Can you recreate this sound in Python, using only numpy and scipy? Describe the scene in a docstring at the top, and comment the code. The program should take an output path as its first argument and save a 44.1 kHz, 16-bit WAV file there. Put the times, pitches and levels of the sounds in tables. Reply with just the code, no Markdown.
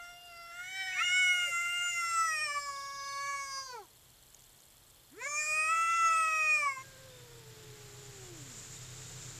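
"""Two cats yowl at each other by a wooden deck at night, heard by a security camera.
One howls, the second cuts in over it and holds a long howl: harmonics through gliding resonances, and rasp.
Little snaps of noise follow on the deck, then a last howl sinks into a low, closed-mouth moan.
Crickets whistle faintly and the camera ticks, crackles and whines throughout over a bed of night noise;
a motor's drone of wavering sines and a two-coloured noise hiss swell towards the end."""
import sys
import numpy as np
from scipy import signal
from scipy.fft import rfft, irfft, next_fast_len
from scipy.io import wavfile
from scipy.ndimage import uniform_filter1d

SR = 44100
rng = np.random.default_rng(int(sys.argv[2]) if len(sys.argv) > 2 else 0)


def persist_wave(psi):
    """Save psi, clipped to +-1, as 16-bit WAV."""
    counts = np.round(np.clip(psi, -1, 1) * 32767).astype(np.int16)
    wavfile.write(sys.argv[1], SR, np.atleast_2d(counts).T)


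N = 414082
TIME = np.arange(N) / SR


def gain_of(db):
    """Amplitude factor of a level in dB."""
    return 10 ** (np.asarray(db) / 20)


def evened(x):
    """x scaled to rms 1."""
    return x / np.sqrt(np.mean(x ** 2) + 1e-20)


def read(points, hz):
    """A spectrum's value at hz, interpolated on a log-frequency axis."""
    f, value = np.transpose(points)
    return np.interp(np.log(hz + 1), np.log(f + 1), value)


def add(mix, start_s, sound):
    """Adds sound to mix in place, cut at the end of mix."""
    part = mix[max(round(start_s * SR), 0):][:len(sound)]
    part += sound[:len(part)]


def coloured(x, spectrum):
    """x filtered by a spectrum in dB, at rms 1."""
    size = next_fast_len(len(x))
    gain = gain_of(read(spectrum, np.fft.rfftfreq(size, 1 / SR)))
    return evened(irfft(rfft(x, size) * gain, size)[:len(x)])


def wander(t, per_s):
    """Random curve of rms 1: straight lines between per_s random knots a second."""
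    knots = rng.standard_normal(4000)
    return evened(np.interp((t - t[0]) * per_s, np.arange(len(knots)), knots))


def follow(rows):
    """Sample times spanned by a table and each of its curves, with rounded corners."""
    s, *columns = np.transpose(rows)
    t = np.arange(s[0], s[-1], 1 / SR)
    return t, *(uniform_filter1d(np.interp(t, s, c), size=700, mode="nearest") for c in columns)


def bump(t, centre_s, half_s):
    """A bell of height 1 around centre_s."""
    return np.exp(-((t - centre_s) / half_s) ** 2)


def echoed(x, reflections):
    """Hard surfaces return the sound a little later."""
    out = x.copy()
    for delay_s, strength in reflections:
        add(out, delay_s, strength * x)
    return out


def cats():
    """Three howls, the second overlapping the first, and the closing moan, in the yard."""
    # swoop, waver and sink: (time [s], pitch [Hz])
    first_pitch = [(0, 694.4), (.25, 707.5), (.33, 683), (.52, 684.5), (.75, 763.2), (.87, 756),
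                   (1.1, 702.3), (1.32, 665), (1.47, 593), (1.55, 433)]
    answer_pitch = [(0.9, 462.4), (0.99, 611.7), (1.02, 690.5), (1.05, 720.3), (1.08, 712.7), (1.17, 739.4),
                    (1.44, 709.6), (1.53, 688.7), (1.86, 704.7), (2.25, 657.4), (2.4, 606.6), (2.43, 616),
                    (2.49, 584), (2.67, 569.3), (2.73, 556.6), (3.03, 554.2), (3.3, 563.0), (3.66, 532.5),
                    (3.75, 477), (3.81, 400), (3.87, 285)]
    last_pitch = [(5.1, 189), (5.15, 338), (5.19, 455), (5.28, 582.4), (5.4, 604.8), (5.46, 608.7),
                  (5.67, 631), (5.73, 655.6), (5.79, 662.5), (5.97, 671), (6.27, 641.6), (6.57, 609.6),
                  (6.72, 538), (6.78, 520.7), (6.84, 537)]
    # how hard the cat pushes: (time [s], effort [dB], brightness [dB/octave])
    first_effort = [(0, -54, 0), (.16, -57, -1.5), (.35, -56.5, -0.5), (.52, -54.5, 1.5), (.61, -52.5, 3.5),
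                    (.68, -50, 6.5), (.82, -41.5, 5.5), (1.08, -50.5, 6.5), (1.38, -69, -6),
                    (1.502, -59, 1.5), (1.548, -87, -12)]
    answer_effort = [(0.901, -86, 5), (0.93, -57.5, 20), (0.991, -38, 4.5), (1.05, -30.5, 19),
                     (1.44, -28.5, 10), (1.5, -33.5, 3.5), (1.53, -33, 7), (2.07, -34.5, 6.9),
                     (2.19, -33, 1), (2.58, -37, -7), (2.609, -44.5, -9), (2.94, -48.5, -7.5),
                     (3.3, -40, -5.5), (3.48, -48, -6), (3.6, -44.5, -7.5), (3.66, -54, -9),
                     (3.75, -48, -16), (3.86, -62.5, -14)]
    last_effort = [(5.1, -80, -18.5), (5.16, -71.5, -17), (5.219, -44.5, -10), (5.46, -40, -0.5),
                   (5.52, -34.6, -1.5), (5.731, -31.5, 8.5), (5.97, -33.5, 13.5), (6.059, -30, 7.5),
                   (6.509, -32.4, 3), (6.599, -35, -1.2), (6.66, -33.5, 1), (6.751, -44, -1.5),
                   (6.81, -46.5, -4), (6.84, -56, -5)]
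    # vowel that the strong harmonics glide through: (frequency [Hz], level [dB])
    first_vowel = [(450, -1), (750, -3), (1400, 3), (1800, -8.5), (2200, 2), (2800, -7), (3700, -16)]
    answer_vowel = [(300, -16), (600, -28.5), (850, -6), (1150, 1), (1400, -6.5), (1700, -4), (2100, -4),
                    (2450, -6), (2900, -17), (3300, -34.5), (3700, -37)]
    last_vowel = [(250.0, -8), (600.0, -18.5), (850.0, -20.5), (1100.0, -5), (1350.0, 3.5), (1650.0, -14),
                  (2000.0, -9), (2450.0, 4), (2800.0, -25), (3100.0, -30.5), (3400.0, -32)]
    # bounces right beside the cat: (delay [s], strength [ratio])
    first_bounces = [(0.00364, 0.12), (0.00566, 0.12), (0.00634, 0.12), (0.00682, 0.12), (0.00884, 0.12)]
    answer_bounces = [(0.00128, 0.35), (0.00212, 0.35), (0.0037, 0.12), (0.0053, 0.22), (0.0082, 0.12)]
    last_bounces = [(0.00136, 0.22), (0.00266, 0.12), (0.00278, 0.35), (0.00298, 0.22), (0.00372, 0.12)]
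    # resonances moved by jaw and tongue:
    # (time [s], lower level [dB], lower frequency [Hz], upper level [dB], upper frequency [Hz])
    first_mouth = [(0, -61.5, 6000, -68, 7700), (.2, -65, 5170, -82, 7600), (.4, -59, 5000, -80, 7500),
                   (.6, -63, 5900, -60, 7600), (.8, -47, 5500, -59.5, 7730), (1, -57.5, 5895, -56.5, 7500),
                   (1.151, -49, 5800, -61, 7150), (1.55, -85, 5480, -74, 7160)]
    answer_mouth = [(.92, -70, 5000, -68, 7000), (1, -56, 5140, -51, 7200), (1.25, -46.5, 5900, -45, 7500),
                    (1.651, -63, 5350, -43, 7120), (2, -52.5, 5560, -43.5, 7350),
                    (2.238, -41, 5960, -46, 8050), (2.4, -49.5, 5460, -49, 8640),
                    (2.62, -48, 5320, -50, 7250), (2.9, -52.5, 5200, -61, 6600),
                    (3.15, -50, 4600, -51.5, 6020), (3.318, -58.5, 4480, -47.5, 6170),
                    (3.6, -50.5, 5020, -49.5, 5840), (3.72, -53, 4600, -64, 6800),
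                    (3.869, -89, 4330, -76, 5950)]
    last_mouth = [(5.15, -88, 5440, -75, 7590), (5.244, -61, 5200, -49, 6940),
                  (5.352, -56, 5540, -39.5, 6630), (5.418, -55, 4740, -39, 7100),
                  (5.658, -52.5, 4770, -42.5, 8230), (5.766, -56, 5360, -42.5, 6950),
                  (6.096, -50, 5360, -46.5, 6600), (6.184, -51, 5350, -44, 8270),
                  (6.476, -45, 5340, -46, 6640), (6.562, -44, 5370, -45, 7670),
                  (6.744, -55, 5200, -56, 7600), (6.84, -65, 5880, -58, 6460)]
    # colour of the rasp: (frequency [Hz], relative level [dB])
    first_rasp = [(600, -43.5), (1400, -29), (1700, -8), (1900, 2), (2150, -9), (2600, -23), (3500, -19),
                  (4300, -20), (5600, -24), (7600, -29), (9500, -38), (14000, -28)]
    answer_rasp = [(500, -19.5), (1100, -54), (1480, -2.5), (1800, -6.5), (2350, 1.5), (3000, -17),
                   (3600, -9), (4300, -11), (5500, -2.5), (7300, -3), (8700, -5), (9800, -45), (14000, -24)]
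    last_rasp = [(500, -17), (1100, -24), (1480, 2), (1800, -19), (2350, 9.5), (3000, -49), (3600, -23),
                 (4300, -9), (5500, -5.5), (7300, -1.5), (8700, 0), (9800, -44), (14000, -22)]
    # closed mouth: (time [s], pitch [Hz], fundamental level [dB])
    moan_curve = [(6.82, 536, -68), (7.05, 523, -59), (7.4, 453, -61), (7.65, 430, -59.5), (8, 409, -59),
                  (8.13, 402, -60), (8.28, 364, -54.5), (8.6, 195, -65), (8.66, 175, -76)]

    out = np.zeros(N)
    add(out, *howl(first_pitch, first_effort, first_vowel, first_bounces, first_mouth, first_rasp,
                   jitter=0.0034, shimmer=0.13, overtones_db=-0.5, between_db=2,
                   rasp_db=7.0, doubling_db=10))
    add(out, *howl(answer_pitch, answer_effort, answer_vowel, answer_bounces, answer_mouth, answer_rasp,
                   jitter=0.00198, shimmer=0.14, overtones_db=-3.0, between_db=3.5,
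                   rasp_db=-7.5, doubling_db=-22))
    add(out, *howl(last_pitch, last_effort, last_vowel, last_bounces, last_mouth, last_rasp,
                   jitter=0.0019, shimmer=0.084, overtones_db=-3.5, between_db=2.0,
                   rasp_db=-8.0, doubling_db=-20))
    add(out, *moan(moan_curve))
    return yard(out, t60_s=.25, wet_db=-21)


def howl(pitch, effort, vowel, bounces, mouth, rasp, jitter, shimmer,
         overtones_db, between_db, rasp_db, doubling_db):
    """Vocal folds on a wavering pitch: strong harmonics, overtones, rasp, and brass in upward swoops."""
    # hard surfaces near the cats: (delay [s], strength [ratio])
    echoes = [(.0031, 0.11), (.0074, 0.17), (0.0136, 0.14), (0.019, 0.056), (.034, 0.093)]
    # roughness added in a fast slide
    slide_jitter, slide_shimmer, slide_rasp, slide_echo = 0.00382, 0.58, 0.35, 0.7
    clearing = 0.49  # dB of rasp lost per dB that the effort drops

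    t, hz = follow(pitch)
    s, *columns = np.transpose(effort)
    effort_db, brightness = (np.interp(t, s, c) for c in columns)

    # 0 below 0.6 octaves/s, 1 above 2.6: the voice cracks and flutters where its pitch slides fast
    octaves_per_s = abs(np.gradient(np.log2(hz))) * SR
    slide = np.clip(octaves_per_s / 2 - .3, 0, 1)
    jitter = jitter + slide_jitter * slide
    shimmer = shimmer + slide_shimmer * slide
    wavering_hz = hz * (1 + jitter * wander(t, 60) + .0012 * wander(t, 400))
    phase = 2 * np.pi * np.cumsum(wavering_hz) / SR

    low = strong_harmonics(t, hz, phase, effort_db, brightness, vowel, shimmer)
    low = echoed(low, bounces)
    # in a slide the later echoes lag at another pitch and beat against the voice
    low = low + slide_echo * slide * (echoed(low, echoes) - low)
    rising = slide * (np.gradient(hz) > 0)
    low = low + rising ** 2 * gain_of(effort_db) * echoed(brass(hz, phase), echoes)

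    high, strain = overtones(t, hz, phase, mouth, between_db)
    air, halves = throat_rasp(t, phase, rasp)
    # the voice clears when the cat eases off
    clear = gain_of(clearing * (effort_db - effort_db.max()))
    rough_mix = gain_of(rasp_db) * (1 + slide_rasp * slide) * air + gain_of(doubling_db) * halves
    rough = strain * clear * rough_mix

    voice = np.sqrt(2) * (low + gain_of(overtones_db) * echoed(high, echoes)) + rough
    fade_out = np.clip((t[-1] - t) / 0.018, 0, 1)
    return t[0], voice * fade_out


def strong_harmonics(t, hz, phase, effort_db, brightness, vowel, shimmer):
    """Five lowest harmonics by effort and vowel; single ones dip or flare as echoes cancel or add."""
    # brief dips and flares: (time [s], half length [s], harmonic [number], change [dB])
    dips_and_flares = [(0.036, 0.058, 2, 0.5), (0.227, 0.1, 2, -15.5), (0.24, 0.057, 3, -23),
                       (.25, 0.14, 4, 7.5), (0.604, 0.025, 2, 7.5), (0.977, 0.021, 1, 3.5),
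                       (0.992, 0.026, 3, 7.5), (1.496, 0.019, 2, -12), (1.797, 0.1, 4, 5),
                       (1.864, 0.031, 2, 3.5), (1.935, 0.03, 2, -11), (2.22, 0.073, 2, 5.5),
                       (2.293, 0.015, 4, -15), (2.465, 0.15, 5, 8.5), (2.532, 0.011, 2, -31),
                       (2.572, 0.02, 2, 4.5), (2.615, 0.015, 2, -7), (2.695, 0.014, 2, 5),
                       (3.395, 0.1, 4, 6.5), (5.162, 0.019, 4, 13), (5.273, 0.016, 2, 1),
                       (5.385, .035, 4, 6), (5.45, 0.033, 4, -4), (5.304, 0.006, 2, -17),
                       (5.338, 0.039, 2, 6), (5.416, 0.03, 3, 11), (6.664, 0.025, 2, 9),
                       (6.746, 0.01, 2, -18), (6.774, 0.012, 2, 8)]
    out = np.zeros(len(t))
    for k in range(1, 6):
        octaves = np.log2(k / 2.5)
        change_db = sum(db * bump(t, at_s, half_s) for at_s, half_s, which, db in dips_and_flares
                        if round(which) == k and t[0] < at_s < t[-1])
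        level_db = effort_db + brightness * octaves + read(vowel, k * hz) + change_db + .5 * wander(t, 14)
        size = gain_of(level_db) * (1 + shimmer * wander(t, 60))
        out += size * np.cos(k * phase + rng.uniform(0, 2 * np.pi))
    return out


def brass(hz, phase):
    """Harmonics 3 to 10 through a fixed spectrum: the brassy voice of a fast upward swoop."""
    # level against the effort: (frequency [Hz], level [dB])
    spectrum = [(400, -24), (1000, -16), (1800, 0.5), (2400, -7), (3100, -26), (3600, -21.5), (4300, -21),
                (6000, -41)]
    return sum(gain_of(read(spectrum, k * hz)) * np.cos(k * phase + rng.uniform(0, 2 * np.pi))
               for k in range(3, 11))


def overtones(t, hz, phase, mouth, between_db):
    """High harmonics glide through two moving resonances, so each swells and fades in turn."""
    # passed away from the resonances: (frequency [Hz], level [dB])
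    throat = [(2500, -7), (3600, -25), (4100, -23), (4500, -21), (5500, -8), (7000, -12.5), (8200, -14.5),
              (8900, -8.5), (9600, -19), (10600, -24), (11600, -24), (13300, -15)]
    roll_off_db = 11  # per octave above the upper resonance
    attack_s = 0.023  # the overtones come in just after the voice
    width_hz, swell_db, flutter_db = 404, 3, 1.2

    s, *columns = np.transpose(mouth)
    lower_db, lower_hz, upper_db, upper_hz = (np.interp(t, s, c) for c in columns)
    attack = np.minimum((t - t[0]) / attack_s, 1) ** 2
    out = np.zeros(len(t))
    for k in range(6, 22):
        # away from the resonances, low overtones lean to the lower one, high overtones to the upper
        upper_share = np.interp(k * hz, [4500, 8000], [.25, .85])
        base_db = lower_db + upper_share * (upper_db - lower_db)
        above_db = -roll_off_db * np.log2(np.maximum(k * hz / upper_hz, 1))
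        size = gain_of(base_db + between_db + above_db + read(throat, k * hz))
        for centre_hz, db in (lower_hz, lower_db), (upper_hz, upper_db):
            resonance = gain_of(db) / (1 + (abs(k * hz - centre_hz) / width_hz) ** 2.5)
            size = np.hypot(size, resonance)
        unsteady_db = swell_db * wander(t, 7.12) + flutter_db * wander(t, 60)
        out += size * gain_of(unsteady_db) * np.cos(k * phase + rng.uniform(0, 2 * np.pi))
    return attack * out, attack * gain_of(upper_db)


def throat_rasp(t, phase, rasp):
    """Air noise let through each cycle, and lines halfway between the harmonics."""
    air = coloured((1 + 0.37 * np.cos(phase)) * rng.standard_normal(len(t)), rasp)
    # strong and weak cycles alternate
    half_lines = sum(np.cos((k + .5) * phase) for k in range(1, 12))
    halves = coloured(half_lines, rasp) * (1 + .5 * wander(t, 56.6))
    return air, halves


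def moan(rows):
    """The closed mouth leaves little but the fundamental, which sags to a growl."""
    second_db, third_db = -12.5, -24.5  # against the fundamental
    open_db, shut_s = 35.5, 0.25  # lift of the third harmonic, decaying as the mouth closes

    t, hz, level_db = follow(rows)
    phase = 2 * np.pi * np.cumsum(hz * (1 + 0.01 * wander(t, 49.65))) / SR
    closing_third_db = third_db + open_db * np.exp(-(t - t[0]) / shut_s)
    voice = np.zeros(len(t))
    for k, db in enumerate([0, second_db, closing_third_db], 1):
        voice += gain_of(level_db + db + 0.55 * wander(t, 12)) * np.cos(k * phase)
    return t[0], np.sqrt(2) * voice * signal.windows.tukey(len(t), .03)


def yard(x, t60_s, wet_db):
    """A faint diffuse tail from the garden and the house: decaying noise convolved with x."""
    t = np.arange(SR // 2) / SR
    tail = rng.standard_normal(len(t)) * gain_of(-60 * t / t60_s) * (t > .015)
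    return x + gain_of(wet_db) * signal.fftconvolve(x, tail / np.linalg.norm(tail))[:N]


def snaps():
    """Tiny dry snaps on the deck, each about a millisecond or two of bright noise."""
    # (time [s], peak level [dB])
    snap_peaks = [(4.347, -39), (4.394, -49), (4.422, -49), (4.441, -48), (4.605, -47)]
    spectrum = [(2000, -21), (5000, -15), (7000, 1), (8500, -16), (12000, -20)]  # (Hz, dB)
    out, t = np.zeros(N), np.arange(512) / SR
    for at_s, peak_db in snap_peaks:
        burst = rng.standard_normal(len(t)) * np.exp(-abs(t - t.mean()) / 0.0011)
        snap = coloured(burst, spectrum)
        add(out, at_s - t.mean(), gain_of(peak_db) * snap / abs(snap).max())
    return out


def crickets():
    """Each wing stroke is a short whistle that falls in pitch."""
    # (start [s], end [s], pitch [Hz], pulse rate [1/s], pulse length [s], pitch fall [Hz],
    #  level [dB], unevenness [dB])
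    songs = [(0, 12, 4237, 22, 0.012, 191, -64.5, 1.5), (2.76, 3.29, 3640, 22, 0.021, 324, -54, 1.5),
             (5.9, 6.53, 3590, 27, 0.018, 303.6, -56, -1), (7.099, 7.7, 3590, 49, 0.02, 60, -69.5, 10.5),
             (8.757, 9.33, 3710, 24, 0.019, 360, -56, -1)]
    out = np.zeros(N)
    for start_s, end_s, hz, per_s, length_s, fall_hz, db, uneven_db in songs:
        t = np.arange(0, end_s - start_s, 1 / SR)
        since_pulse_s = (t + .004 * wander(t, 9)) % (1 / per_s)
        stroke = np.minimum(since_pulse_s / length_s, 1)
        whistle = np.sin(2 * np.pi * np.cumsum(hz + fall_hz * (.5 - stroke)) / SR)
        level_db = db + uneven_db * np.minimum(wander(t, 11), 1)
        add(out, start_s, gain_of(level_db) * np.sin(np.pi * stroke) * whistle)
    return out


def camera():
    """The electronics tick once a picture, crackle at random and whine thinly."""
    frame_s = 1 / 15
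    # spectra: (Hz, dB)
    tick_spectrum = [(2000, -41), (4300, -3), (5300, 1), (6300, -15), (8000, -25), (10500, 5),
                     (12000, -19), (14000, -28)]
    crackle_spectrum = [(3000, -36), (6500, -12), (7600, 1), (8400, -4), (9500, -12),
                        (12000, -16.5), (13600, -32)]
    clicks = np.diff((TIME + .03) // frame_s, prepend=0)
    ticks = coloured(clicks, tick_spectrum)
    sparks = (rng.random(N) < 160 / SR) * rng.uniform(-1.3, 1, N)  # about 160 a second
    crackle = coloured(sparks, crackle_spectrum)
    whine = np.sin(2 * np.pi * np.cumsum(10084 + 12 * wander(TIME, 30)) / SR)
    return gain_of(-76) * ticks + gain_of(-69.0) * crackle + gain_of(-75.5) * whine


def motor():
    """Wavering low sine lines of a far idling motor, swelling late."""
    # (frequency [Hz], relative level [dB])
    lines = [(31.8, -7.5), (95.4, -7), (119, -4), (127.2, -1.5), (151, -56), (158.9, -9), (271, -18.5),
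             (345, -15.5), (438, -13.5)]
    # (time [s], level [dB])
    drone_level = [(0, -79), (1, -69), (5, -72), (6.78, -69.5), (6.87, -60.5), (9.39, -51.5)]
    drone = np.zeros(N)
    for hz, db in lines:
        phase = 2 * np.pi * np.cumsum(hz + 1.247 * wander(TIME, 6)) / SR
        drone += gain_of(db + 2 * wander(TIME, 19.0)) * np.sin(phase)
    return gain_of(np.interp(TIME, *np.transpose(drone_level))) * evened(drone)


def hiss():
    """A rustling hiss that swells with the motor: noise in two colours, the sizzle flickering."""
    # colours: (frequency [Hz], relative level [dB])
    body_spectrum = [(30, 12), (70, -13), (130, 24.5), (220, 3.5), (400, 12.5), (800, 2.5), (1500, 9.5),
                     (2800, 6.5), (3700, 8), (4600, 6), (5500, 5.5), (7000, -5.5), (9000, -34.5),
                     (11500, -30)]
    sizzle_spectrum = [(4000, -14), (6300, -7.5), (7200, 1.5), (7900, -5.5), (8700, -15.5), (11000, -32)]
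    # level over time, before each colour's overall level:
    # (time [s], body level [dB], sizzle level [dB])
    swell = [(6.78, -49, -69), (6.86, -50.5, -57), (7.3, -51, -58), (7.8, -48.5, -53.5), (8.75, -48, -46),
             (9.39, -46, -44)]
    body_level_db, sizzle_level_db, flicker_db = -9.0, -6.0, 1.2
    surge_s, surge_half_s, surge_db = 8.6, 0.13, 4.7  # one brighter surge of the sizzle

    t, body_db, sizzle_db = follow(swell)
    sizzle_db = sizzle_db + surge_db * bump(t, surge_s, surge_half_s)
    body = gain_of(body_db + body_level_db) * coloured(rng.standard_normal(len(t)), body_spectrum)
    sizzle_gain = gain_of(sizzle_db + sizzle_level_db + flicker_db * wander(t, 39.6))
    sizzle = sizzle_gain * coloured(rng.standard_normal(len(t)), sizzle_spectrum)
    out = np.zeros(N)
    add(out, t[0], body + sizzle)
    return out


def night_air():
    """Still night air: steady coloured noise."""
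    # (frequency [Hz], relative level [dB])
    spectrum = [(18, -17), (30, -0.5), (50, -2.5), (125, -12), (200, -14), (600, -13.5), (2600, -19.5),
                (3350, -11.5), (3900, -17.5), (5900, -20), (7500, -17), (9500, -21.5), (11800, -19),
                (13700, -14.5)]
    return gain_of(-59.5) * coloured(rng.standard_normal(N), spectrum)


def scene():
    """All sources summed to one channel."""
    return (cats() + snaps() + crickets() + camera() + motor() + hiss() + night_air())[None]


def record(dry):
    """The camera's band limit: a linear-phase low-pass."""
    low_pass = signal.firwin(1023, 13980, window=("kaiser", 9), fs=SR)  # edge in Hz
    return signal.oaconvolve(dry, low_pass[None], "same")


dry = scene()
out = record(dry)
persist_wave(out)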